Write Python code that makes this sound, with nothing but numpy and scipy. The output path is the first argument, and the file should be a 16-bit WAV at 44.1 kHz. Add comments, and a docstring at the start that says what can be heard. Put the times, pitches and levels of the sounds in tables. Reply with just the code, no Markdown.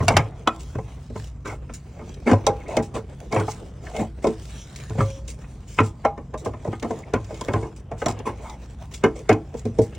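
"""Behind a truck's cab, close up: air hose couplings are lifted off a steel bracket and hung up.
Their metal heads clank, knock and scrape; each blow thumps through the sheet steel, and the cleanest
leave parts ringing. Blows are noise bursts coloured by the steel, rings are decaying sines, and scrapes
are noise roughened by tiny slips. Hoses rub and sleeves rustle in between, over a low engine idle."""
import sys
import numpy as np
from scipy import signal
from scipy.fft import rfft, irfft, next_fast_len
from scipy.io import wavfile
from scipy.ndimage import uniform_filter1d, map_coordinates

SR = 44100
rng = np.random.default_rng(int(sys.argv[2]) if len(sys.argv) > 2 else 0)


def dump(signal):
    """Clip the signal to [-1, 1] and save it as 16-bit WAV at the path in sys.argv[1]."""
    limited = np.clip(np.atleast_2d(signal).T, -1, 1)
    pcm = np.round(limited * 32767).astype(np.int16)
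    wavfile.write(sys.argv[1], SR, pcm)


N = 440118
BLOW_SAMPLES = 10240
GRAZE_S = 0.014  # the metal grazes its seat this long before it strikes home

# tone of a metal contact, with the recorder's notch near 12 kHz: (frequency [Hz], level [dB])
CONTACT_EQ = [(60, -2.5), (150, 6), (450, 3), (1200, 1), (2000, -7), (3000, -13.5), (4200, -21),
              (7000, -20), (9500, -29.5), (12000, -55), (15500, -27.5)]
# tone of rubbing hose and coupling body: (frequency [Hz], level [dB])
RUB_EQ = [(70, -20), (200, 2.5), (450, 6), (850, -1.5), (1500, -14), (2300, -14), (4000, -27), (9000, -61)]


def knocks():
    """Each contact ticks and clanks in the coupling head, knocks the bracket and thumps the panel."""
    hz = np.fft.rfftfreq(BLOW_SAMPLES, 1 / SR)
    body = steel(hz) * amp(along(CONTACT_EQ, hz))
    panel = causal(body * band(hz, 43, 136.6))
    plate = causal(body * band(hz, 169, 1092))
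    casting = causal(body * band(hz, 1320, 3080, order=6))
    edge = causal(body * band(hz, 3900, 15000))
    track = np.zeros((2, N))
    for s, thump_db, knock_db, knock_hz, clank_db, clank_hz, tick_db, sustain in contacts():
        spot = amp(contact_point(depth_db=5.5) * band(hz, 700, SR, order=1))
        # bracket and head each get a broad hump with one mode standing out
        bracket = plate * spot * resonance(hz, knock_hz, q=0.74)
        bracket *= 1 + 1.5 * resonance(hz, knock_hz, q=21.3)
        head = casting * spot * resonance(hz, clank_hz, q=0.17)
        head *= 1 + 1.02 * resonance(hz, clank_hz, q=14.5)
        cutoff_hz = 3940 * amp(0.58 * (clank_db - knock_db))  # a cushioned blow is duller
        bracket *= band(hz, 1, cutoff_hz, order=3)
        rise_s = 0.00066 * (0.5 + np.clip((-11.5 - knock_db) / 7, 0, 3))  # gentle blows bite slowly
        thump = burst(panel, rise_s=0.0021, t60=0.1,
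                      tail_db=-12.5, tail_t60=0.36, graze_db=-14.5, side_db=-39)
        knock = burst(bracket, rise_s, t60=0.12 * sustain,
                      tail_db=-24.5, tail_t60=0.38, graze_db=-16, side_db=-16.5)
        clank = burst(head, rise_s, t60=0.068 * sustain,
                      tail_db=-14, tail_t60=0.16, graze_db=-13, side_db=-16)
        tick = burst(edge * spot, rise_s=0.00033, t60=0.033,
                     tail_db=-13, tail_t60=0.17, graze_db=-33, side_db=-4.5)
        lows = amp(thump_db - 1.5) * thump + amp(knock_db + 0.59) * knock
        highs = amp(clank_db + 0.3) * clank + amp(tick_db) * tick
        add(track, s - GRAZE_S, lows + highs)
    return track


def contacts():
    """Time, levels and tuning of every blow and, unless it is held fast, of its lower, duller rebound."""
    # coupling blows; weight (thump), hardness (clank) and rebound are relative to the level:
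    # (time [s], level [dB], pitch [Hz], weight [dB], hardness [dB], rebound [dB])
    blows = [(0.002, -30, 507, 13, -10.5, -1.5), (0.081, -17, 865, -2, -6, -6),
             (0.138, -35.5, 513, 16.5, -4, -22), (0.166, -17, 718, -1, -2.5, -9),
             (0.473, -19.5, 1110, -21, -7.5, -19), (0.753, -33, 390, 7.5, -14.5, -46),
             (0.784, -32.5, 770, 2, -19, -18), (1.099, -37.5, 246, -2, -25, -24),
             (1.156, -33.5, 284, -1, -15, -13), (1.454, -42.5, 405, 2, 1.5, 2),
             (1.694, -41, 233, -3, -6.5, -28), (1.99, -42, 484, -11, -11.5, 0.5),
             (2.272, -22, 407, -30, -7.5, -2), (2.297, -23, 476, -10, -11, -4.5),
             (2.313, -13, 258, -4.5, -16.5, -18), (2.331, -17, 557, -11, -20.5, -24.5),
             (2.467, -22, 670, -10, -16, -0.5), (2.768, -20.5, 332, -10, -12, -4.5),
             (2.976, -31.5, 454, -3, -26, -31.5), (3.326, -25.5, 460, -5, -16, -4.5),
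             (3.361, -20, 517, -3, -12.5, -13.5), (3.4, -28, 430, 0, -12, -7),
             (3.48, -27.5, 850, -11, -20, -39), (3.865, -47.5, 506, -21, 4, -18),
             (3.992, -25, 217, -10, -21, -4.5), (4.242, -18.5, 550, -16, -21.5, -9.5),
             (4.269, -20, 227, -29, -22.5, -15), (4.903, -36.5, 438, 10.5, -15, -18),
             (4.95, -37.5, 457, 10, -25, -22), (4.984, -34, 640, 15.5, -9.5, -11),
             (5.004, -31.5, 950, 5, -6, -12), (5.441, -54.5, 690, -10, -1, -25),
             (5.786, -18.5, 1007, -4, -2.5, -18.5), (5.802, -18, 268, -8.5, -15, -16.5),
             (6.049, -17, 757, -26, -14.5, -19), (6.176, -35.5, 457, -25, -17, -14),
             (6.339, -30, 620, -25, -16, -19), (6.458, -25, 488, -6.5, -20, -13.5),
             (6.535, -39, 630, -1, -12, -17), (6.646, -30.5, 607, -6, -22, -2),
             (6.675, -31.5, 406, 6.5, -27, -18), (6.728, -32, 660, -2.5, -11.5, -19),
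             (6.826, -28, 308, -24, -13, -5.5), (6.845, -30.5, 706, -14, -20, -19),
             (6.906, -25.5, 645, -21, -22, -17), (7.136, -20.5, 410, -5, -10, -7.5),
             (7.305, -35.5, 450, -2, -20, -4), (7.41, -32.5, 497, -11, -17.5, -29),
             (7.483, -24.5, 387, -2.5, -11, -9.5), (7.536, -23, 447, 1, -10.5, -5.5),
             (7.626, -32, 484, -6, -16, -6.5), (7.914, -31, 620, -5.5, -18.5, -10),
             (8.017, -27, 485, -17, -8.5, -13.5), (8.059, -21.5, 663, -5, -13, -5.5),
             (8.268, -32.5, 477, -10, -8, -0.5), (9.038, -13, 388, -12, -10.5, -10.5),
             (9.293, -15, 410, -7, -8, -3), (9.54, -30.5, 460, -10, -25.5, -19),
             (9.653, -23.5, 422, -2.5, -30, -12), (9.786, -17.5, 478, -3, -31.5, -11)]
    for s, db, pitch_hz, weight_db, hard_db, rebound_db in blows:
        freedom = amp(0.28 * (rebound_db + 6.5))  # a hand that stops the rebound also damps the ring
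        landings = [(s, db, pitch_hz, 0)]
        if rebound_db >= -17.5:
            landings.append((s + 0.021, db + rebound_db, 0.75 * pitch_hz, -5))
        for when, knock_db, knock_hz, bright_db in landings:
            pitch_ratio = knock_hz / 500  # a higher knock clanks higher and dies sooner
            clank_hz = 1766 * pitch_ratio ** 0.4 * np.exp(0.077 * rng.standard_normal())
            sustain = 0.94 * freedom / pitch_ratio ** 0.1
            clank_db = knock_db + hard_db + bright_db
            tick_db = knock_db - 27.5 + bright_db
            yield when, knock_db + weight_db, knock_db, knock_hz, clank_db, clank_hz, tick_db, sustain


def burst(response, rise_s, t60, tail_db, tail_t60, graze_db, side_db):
    """Dense vibration of a blow: graze, quick decay and faint tail; rms 1 over the 30 ms after impact."""
    t = np.arange(BLOW_SAMPLES) / SR - GRAZE_S
    after = np.maximum(t, 0)
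    attack = 1 - np.exp(-(after / rise_s) ** 2)
    decay = amp(-60 * after / t60) + amp(tail_db - 60 * after / tail_t60)
    graze = amp(graze_db) * np.exp(-np.abs(t) / 0.0039)
    noise = stereo_noise(BLOW_SAMPLES, side_db) * (attack * decay + graze)
    hit = irfft(rfft(noise) * response)
    return hit / np.sqrt(np.mean(hit[:, (t > 0) & (t < 0.03)] ** 2))


def steel(hz):
    """Gain of the resonances of bracket, panel and coupling heads."""
    # steelwork modes: (centre [Hz], width [Hz], height [dB])
    modes = [(104.5, 10.1, 16), (231, 19, 7.5), (327.5, 4.6, 4.5), (437.6, 12, 8), (680, 6.6, 0),
             (828, 4.7, 0.5), (1037, 47, 6.5), (1234, 9.5, 4), (1338, 11.5, 5), (1538, 51, 0),
             (2170, 76, 8), (2510, 30, 6), (3800, 200, -2), (5500, 23, -1.5), (5710, 90, 6.5),
             (7040, 80, 4.5), (9940, 340, 9)]
    peaks = sum(amp(db) ** 2 / (1 + (2 * (hz - centre) / width) ** 2) for centre, width, db in modes)
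    return np.sqrt(1 + peaks)


def contact_point(depth_db):
    """Each spot on the metal favours its own modes: a random comb of peaks and dips."""
    t = np.arange(BLOW_SAMPLES) / SR
    echoes = rng.standard_normal(BLOW_SAMPLES) * t * np.exp(-t / 0.0018)
    return rfft(echoes / np.linalg.norm(echoes)) * depth_db


def ringing():
    """Parts that ring on after a clean blow: coupling head, cable plug, hanger (and the blue coupling as it
    seats, ringing with the same modes) and a small sprung part."""
    # modes of each part: (pitch [Hz], level [dB], t60 [s])
    head_modes = [(827, -20, 0.13), (1410, -20, 0.03), (2170, -37.5, .09), (2750, -19, 0.056),
                  (4850, -24.5, 0.05), (5420, -27, 0.057), (6040, -24.5, 0.044), (7070, -35, .06),
                  (9900, -23.5, 0.042)]
    plug_modes = [(1094, -9, 0.056), (1290, -12, 0.086), (1490, -23, 0.053), (3050, -17, 0.036),
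                  (3400, -19.5, 0.054), (3890, -22, 0.046)]
    hanger_modes = [(445.6, 2, .15), (544, -5, .1), (632, -2, .12), (810, -6.5, 0.24), (1069, -5, 0.079),
                    (1345, 3.5, 0.1)]
    spring_modes = [(417, -19, 0.13), (542, -23.5, 0.57), (1170, -17, 0.12), (1310, -14, 0.065),
                    (3220, -36, 0.059)]
    # the cast head is knocked as it pulls free: (time [s], level [dB])
    head_blows = [(.082, 4.5), (0.17, 3)]
    # blows that ring the hollow hanger's modes: on the hanger itself, and from 9 s the blue coupling seating
    # home: (time [s], level [dB], pitch the struck spot favours [Hz])
    hollow_blows = [(2.468, -6.5, 650), (2.769, -11, 575), (5.787, -14.5, 1450), (6.05, -11, 770),
                    (7.135, -24.5, 500), (9.04, -17.5, 385), (9.293, -10.5, 498), (9.788, -9.5, 453)]
    reach_octaves = 0.46
    track = np.zeros((2, N))
    for s, db in head_blows:
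        add(track, s, amp(db) * free_ring(head_modes, attack_s=0.00038))
    add(track, 0.4745, free_ring(plug_modes, attack_s=0.0006))
    for s, db, spot_hz in hollow_blows:
        excited = [(hz, level - 10 / np.log(10) * (np.log2(hz / spot_hz) / reach_octaves) ** 2, t60)
                   for hz, level, t60 in hanger_modes]
        add(track, s, amp(db) * free_ring(excited, attack_s=0.0015))
    add(track, 5.004, free_ring(spring_modes, attack_s=0.00098))
    return track


def free_ring(modes, attack_s):
    """The modes of a struck part, each slightly unsteady and excited differently by every blow."""
    t = np.arange(SR // 2) / SR
    phases = [2 * np.pi * (hz * t + rng.random()) + 0.2 * wobble(90, len(t)) for hz, _, _ in modes]
    tone = sum(amp(db + rng.normal() - 60 * t / t60) * np.sin(phase)
               for (_, db, t60), phase in zip(modes, phases))
    return tone * (1 - np.exp(-t / attack_s))


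def ticks():
    """A sharp edge catches: a flick of bright crackle that leaves the panel still."""
    # metal edges catching: (time [s], level [dB])
    catches = [(0.081, -25), (0.167, -23), (0.4742, -36), (2.141, -54), (2.466, -25.5), (2.767, -34),
               (3.398, -44.5), (3.513, -51.5), (3.324, -41), (3.964, -42), (4.269, -43), (5.102, -49.5),
               (5.28, -48.5), (6.797, -51.5), (6.826, -44), (7.136, -42.5), (7.244, -55), (7.343, -50),
               (7.41, -40.5), (7.534, -45), (8.059, -32.5), (8.084, -41), (8.111, -46.5), (8.189, -51.5),
               (8.497, -48.5), (8.942, -46), (9.037, -44), (9.291, -34.5), (9.327, -42), (9.949, -53)]
    hz = np.fft.rfftfreq(BLOW_SAMPLES, 1 / SR)
    edge = causal(steel(hz) * amp(along(CONTACT_EQ, hz)) * band(hz, 3350, 15000))
    track = np.zeros((2, N))
    for s, db in catches:
        spot = amp(contact_point(depth_db=5.5))
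        tick = burst(edge * spot, rise_s=0.00079, t60=0.02,
                     tail_db=-21, tail_t60=0.12, graze_db=-35.5, side_db=-7)
        add(track, s - GRAZE_S, amp(db + 0.7) * tick)
    return track


def scrapes():
    """Dragged metal rubs and grates, each spot in its own resonance; a brushing hand only hisses."""
    # metal dragged over the bracket: (start [s], length [s], level [dB], rise [s], resonance [Hz])
    drags = [(0.021, 0.021, -38, 0.006, 820), (0.098, 0.032, -30, 0.0094, 816),
             (1.444, 0.086, -33.5, 0.01, 1230), (2.256, 0.048, -22.5, 0.015, 256),
             (2.67, 0.091, -36, 0.016, 624), (2.936, 0.028, -25.5, 0.014, 473),
             (3.305, 0.11, -28, 0.015, 880), (3.808, 0.21, -46.5, 0.019, 700),
             (3.926, 0.099, -28.5, 0.038, 706), (4.217, 0.12, -41.5, 0.0071, 345),
             (4.969, 0.047, -30, 0.015, 1320), (6.869, 0.14, -43, 0.028, 453),
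             (7.284, 0.18, -48.5, 0.0095, 660), (7.514, 0.16, -43.5, 0.0049, 466),
             (8.078, 0.027, -30.5, 0.0036, 910), (8.251, 0.032, -30.5, 0.0096, 930),
             (8.404, 0.14, -40, 0.018, 880), (8.91, .037, -42.5, 0.0048, 436),
             (9.149, 0.06, -43.5, 0.0075, 450)]
    # a hand brushing a sleeve: (start [s], length [s], level [dB])
    brushes = [(0.592, 0.027, -44.5), (1.145, 0.14, -52), (1.736, 0.014, -36.5), (2.822, 0.027, -41.5),
               (3.484, 0.037, -40), (4.419, 0.054, -52), (4.759, 0.013, -40.5), (5.005, 0.03, -46),
               (5.275, 0.039, -38.5), (5.668, 0.11, -47), (5.83, 0.047, -42.5), (6.374, 0.031, -45),
               (6.447, 0.015, -41.5), (7.761, 0.014, -48.5), (7.976, 0.058, -47), (8.936, 0.025, -40),
               (9.567, 0.026, -47), (9.815, 0.027, -41.5)]
    # tone of sliding grit, with the recorder's notch near 12 kHz: (frequency [Hz], level [dB])
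    grit_eq = [(600, -26.5), (1500, -6.5), (2300, 3), (4200, -1), (5800, 4), (7500, 7), (9500, 1),
               (12000, -26.5), (15500, -3)]
    rubbing = friction(RUB_EQ, slip_rate=300, slip_db=0.5, metal=0.72, patchy_db=5.5, side_db=-14.5)
    rub, grit_gain = np.zeros((2, N)), np.zeros((1, N))
    for start, length, rub_db, rise_s, peak_hz in drags:
        envelope = stroke(length, rise_s)
        slide = envelope * rubbing[:, round(start * SR):][:, :len(envelope)]
        slide = filtered(slide, lambda hz: 1 + amp(4) * resonance(hz, peak_hz, q=3.7))
        add(rub, start, amp(rub_db + 4) * slide)
        # quicker drags and harder pressure are grittier
        grit_db = -44 - 2 * np.log2(length / 0.11) + 0.58 * (rub_db + 29.5)
        add(grit_gain, start, amp(grit_db) * envelope)
    for start, length, db in brushes:
        add(grit_gain, start, amp(db) * stroke(length, rise_s=0.093 * length))
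    grating = friction(grit_eq, slip_rate=1300, slip_db=1.5, metal=0.22, patchy_db=3.5, side_db=-8)
    return rub + grit_gain * snags() * grating


def stroke(length, rise_s):
    """Envelope of one slide: it builds up, eases off as it grates along and dies away."""
    t = np.arange(SR // 2) / SR
    attack = 1 - np.exp(-(t / rise_s) ** 2)
    easing = amp(-4 * np.minimum(t / length, 1))
    release = np.exp(-np.maximum(t - length, 0) / 0.02)
    return attack * easing * release


def friction(eq, slip_rate, slip_db, metal, patchy_db, side_db):
    """Tiny irregular slips shake the steelwork, their colour shifting as the contact moves; rms 1."""
    slips = stereo_noise(N, side_db) * amp(slip_db * wobble(slip_rate))
    spectra = signal.stft(slips, nperseg=512)[2]
    patches = uniform_filter1d(rng.standard_normal(spectra.shape[1:]), size=4, axis=0)  # across pitch
    patches = uniform_filter1d(patches, size=14, axis=1)  # across time
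    slips = signal.istft(spectra * amp(patchy_db * unit(patches)), nperseg=512)[1][:, :N]
    return unit(filtered(slips, lambda hz: amp(along(eq, hz)) * steel(hz) ** metal))


def snags():
    """Gain of a sliding contact that catches now and then."""
    return bumps(rate=32, height_db=3.5, decay_s=0.0033)


def squeaks():
    """A rubber fitting slips for a moment and rasps in one resonance."""
    # rubber slips: (time [s], level [dB])
    slips = [(2.616, -42), (2.672, -42.5), (2.715, -43), (7.038, -45.5)]
    t = np.arange(N) / SR
    envelope = sum(amp(db) * np.exp(-((t - s) / 0.0071) ** 2) for s, db in slips)
    rasp = filtered(rng.standard_normal(N), lambda hz: resonance(hz, 2180, q=6.8) ** 2)
    return envelope * unit(rasp)


def grip():
    """Skin sliding down the ribbed plastic grip snags and hisses in two resonances."""
    # hand slides: (middle [s], half length [s], level [dB])
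    slides = [(4.608, 0.047, -47.5), (5.123, 0.064, -50)]
    # resonances of the grip: (centre [Hz], Q, level [dB])
    modes = [(3270, 8, -0.5), (5800, 12, 2)]
    t = np.arange(N) / SR
    envelope = sum(amp(db) * np.exp(-((t - s) / half_s) ** 2) for s, half_s, db in slides) * snags()
    hiss = filtered(stereo_noise(N, side_db=-23.5),
                    lambda hz: sum(amp(db) * resonance(hz, centre, q) for centre, q, db in modes))
    return envelope * unit(hiss)


def handling():
    """As the hands move, hoses rub with jostling fittings and sleeves rustle with a dry crackle."""
    # fader rides of hoses and sleeves: (time [s], level [dB])
    hose_ride = [(0.26, -45), (1.23, -55), (1.91, -48), (2.67, -41), (2.99, -48), (4.1, -49), (5.19, -50),
                 (5.7, -52), (6.29, -53.5), (6.42, -44), (6.78, -46.5), (7.16, -47), (7.52, -44),
                 (7.68, -51.5), (7.95, -51), (8.16, -37.5), (8.73, -50.5), (9.98, -46)]
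    sleeve_ride = [(0.1, -50.5), (0.33, -65), (0.62, -53.5), (0.88, -56.5), (1.219, -53.5), (1.38, -68.5),
                   (1.8, -57), (2.15, -57), (3.15, -63.5), (3.5, -44.5), (3.62, -57.5), (3.78, -62.5),
                   (3.93, -51), (4.15, -61.5), (4.35, -50.5), (5.17, -52), (5.23, -58.5), (5.55, -59),
                   (6.29, -66), (6.85, -54.5), (7.1, -62.5), (7.45, -49), (7.85, -70), (8.15, -61.5),
                   (8.55, -58.5), (9.1, -60), (9.43, -63), (9.7, -58.5)]
    # tone of rustling sleeves, with the recorder's notch near 12 kHz: (frequency [Hz], level [dB])
    sleeve_eq = [(900, 4), (2200, 2.5), (3300, 2), (4600, -1.5), (5800, 0.5), (7300, 1), (9500, -3.5),
                 (12000, -22.5), (15500, -7)]
    t = np.arange(N) / SR
    motion = wobble(22)  # one gesture swells both layers
    hoses = friction(RUB_EQ, slip_rate=97, slip_db=2, metal=0.12, patchy_db=3, side_db=-10)
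    hoses *= amp(np.interp(t, *np.transpose(hose_ride)) - 3 + 2 * motion)
    sleeves = friction(sleeve_eq, slip_rate=1400, slip_db=2, metal=0.11, patchy_db=3.5, side_db=-7.5)
    sleeves *= amp(np.interp(t, *np.transpose(sleeve_ride)) + 2.3 * motion)
    jostle = bumps(rate=11, height_db=2, decay_s=0.011)
    crackle = bumps(rate=40, height_db=3, decay_s=0.0016)
    return hoses * jostle + sleeves * crackle


def engine():
    """A distant idle: a low drone with two slightly unsteady hum tones."""
    # tone of the drone: (frequency [Hz], level [dB])
    drone_eq = [(15, -37.5), (30, -16.5), (45, 0), (62, 2.5), (85, -2), (125, -3.5), (180, -8), (263, -16),
                (500, -34), (1200, -37.5), (4000, -63)]
    # hum tones: (pitch [Hz], level [dB])
    tones = [(59.2, -43.5), (134.6, -50)]
    drone = unit(filtered(stereo_noise(N, side_db=-61), lambda hz: amp(along(drone_eq, hz))))
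    hum = np.zeros(N)
    for hz, db in tones:
        gain = np.sqrt(2) * amp(db + 3.3 * wobble(3.03))
        pitch_hz = hz * (1 + 0.01462 * wobble(4))
        hum += gain * np.sin(2 * np.pi * np.cumsum(pitch_hz) / SR)
    return amp(-39.5) * drone + hum


def amp(db):
    """Decibels to gain."""
    return np.exp(np.asarray(db) * (np.log(10) / 20))


def unit(x):
    """Scale to rms 1."""
    return x / np.sqrt(np.mean(x ** 2) + 1e-20)


def along(points, hz):
    """(Hz, value) points joined on a log axis."""
    knots_hz, values = np.transpose(points)
    return np.interp(np.log(hz + 1), np.log(knots_hz + 1), values)


def wobble(rate, size=N):
    """A smooth random curve, rate knots a second."""
    knots = rng.standard_normal(int(size * rate / SR) + 4)
    return map_coordinates(knots, [np.arange(size) * rate / SR])


def bumps(rate, height_db, decay_s):
    """A gain of 1 with short random bumps, about rate a second."""
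    age = np.arange(SR // 5) / SR / decay_s
    shape = np.exp(-age) * (1 - np.exp(-4 * age))
    kicks = (rng.random(N) < rate / SR) * rng.exponential(size=N)
    return 1 + amp(height_db) * signal.fftconvolve(kicks, shape)[:N]


def stereo_noise(size, side_db):
    """White noise, mostly shared by both channels; side_db sets the width."""
    mid, side = rng.standard_normal((2, size))
    return np.array([mid + amp(side_db) * side, mid - amp(side_db) * side])


def filtered(x, response):
    """Filter x by a response given as a function of frequency."""
    size = x.shape[-1]
    padded = next_fast_len(size + SR // 10)
    return irfft(rfft(x, padded) * response(np.fft.rfftfreq(padded, 1 / SR)), padded)[..., :size]


def causal(gain):
    """The minimum-phase response with this gain: it rings only after the blow."""
    cepstrum = irfft(np.log(np.maximum(gain, 1e-6)))
    half = len(cepstrum) // 2
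    cepstrum[1:half] *= 2
    cepstrum[half + 1:] = 0
    return np.exp(rfft(cepstrum))


def band(hz, low_hz, high_hz, order=4):
    """Gain of a band-pass; order steepens the skirts."""
    return ((1 + (low_hz / (hz + 1)) ** (2 * order)) * (1 + (hz / high_hz) ** (2 * order))) ** -0.5


def resonance(hz, centre_hz, q):
    """Response of one mode, 1 at its centre."""
    return 1j * hz / q / (centre_hz - hz ** 2 / centre_hz + 1j * hz / q)


def add(track, s, sound):
    """Mix a sound into the track at time s."""
    start = round(s * SR)
    sound = sound[..., max(0, -start):]
    part = track[:, max(0, start):][:, :sound.shape[-1]]
    part += sound[..., :part.shape[1]]


def scene():
    """Everything heard beside the truck."""
    return knocks() + ringing() + ticks() + squeaks() + scrapes() + grip() + handling() + engine()


def record(dry):
    """The recorder skews the treble phase between channels, rounds off peaks and cuts above 16 kHz."""
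    # phase between the channels: (frequency [Hz], left minus right [rad])
    skew = [(4700, 0), (5600, -.45), (7000, -1.2), (8500, -1.9), (10500, -3.1), (13700, -3.2),
            (15500, -4.1)]
    sides = np.array([[1], [-1]])
    skewed = filtered(dry, lambda hz: np.exp(0.5j * along(skew, hz) * sides))
    rounded = skewed / (1 + np.abs(skewed / 0.95) ** 6) ** (1 / 6)
    return filtered(rounded, lambda hz: hz < 16000)


dry = scene()
out = record(dry)
dump(out)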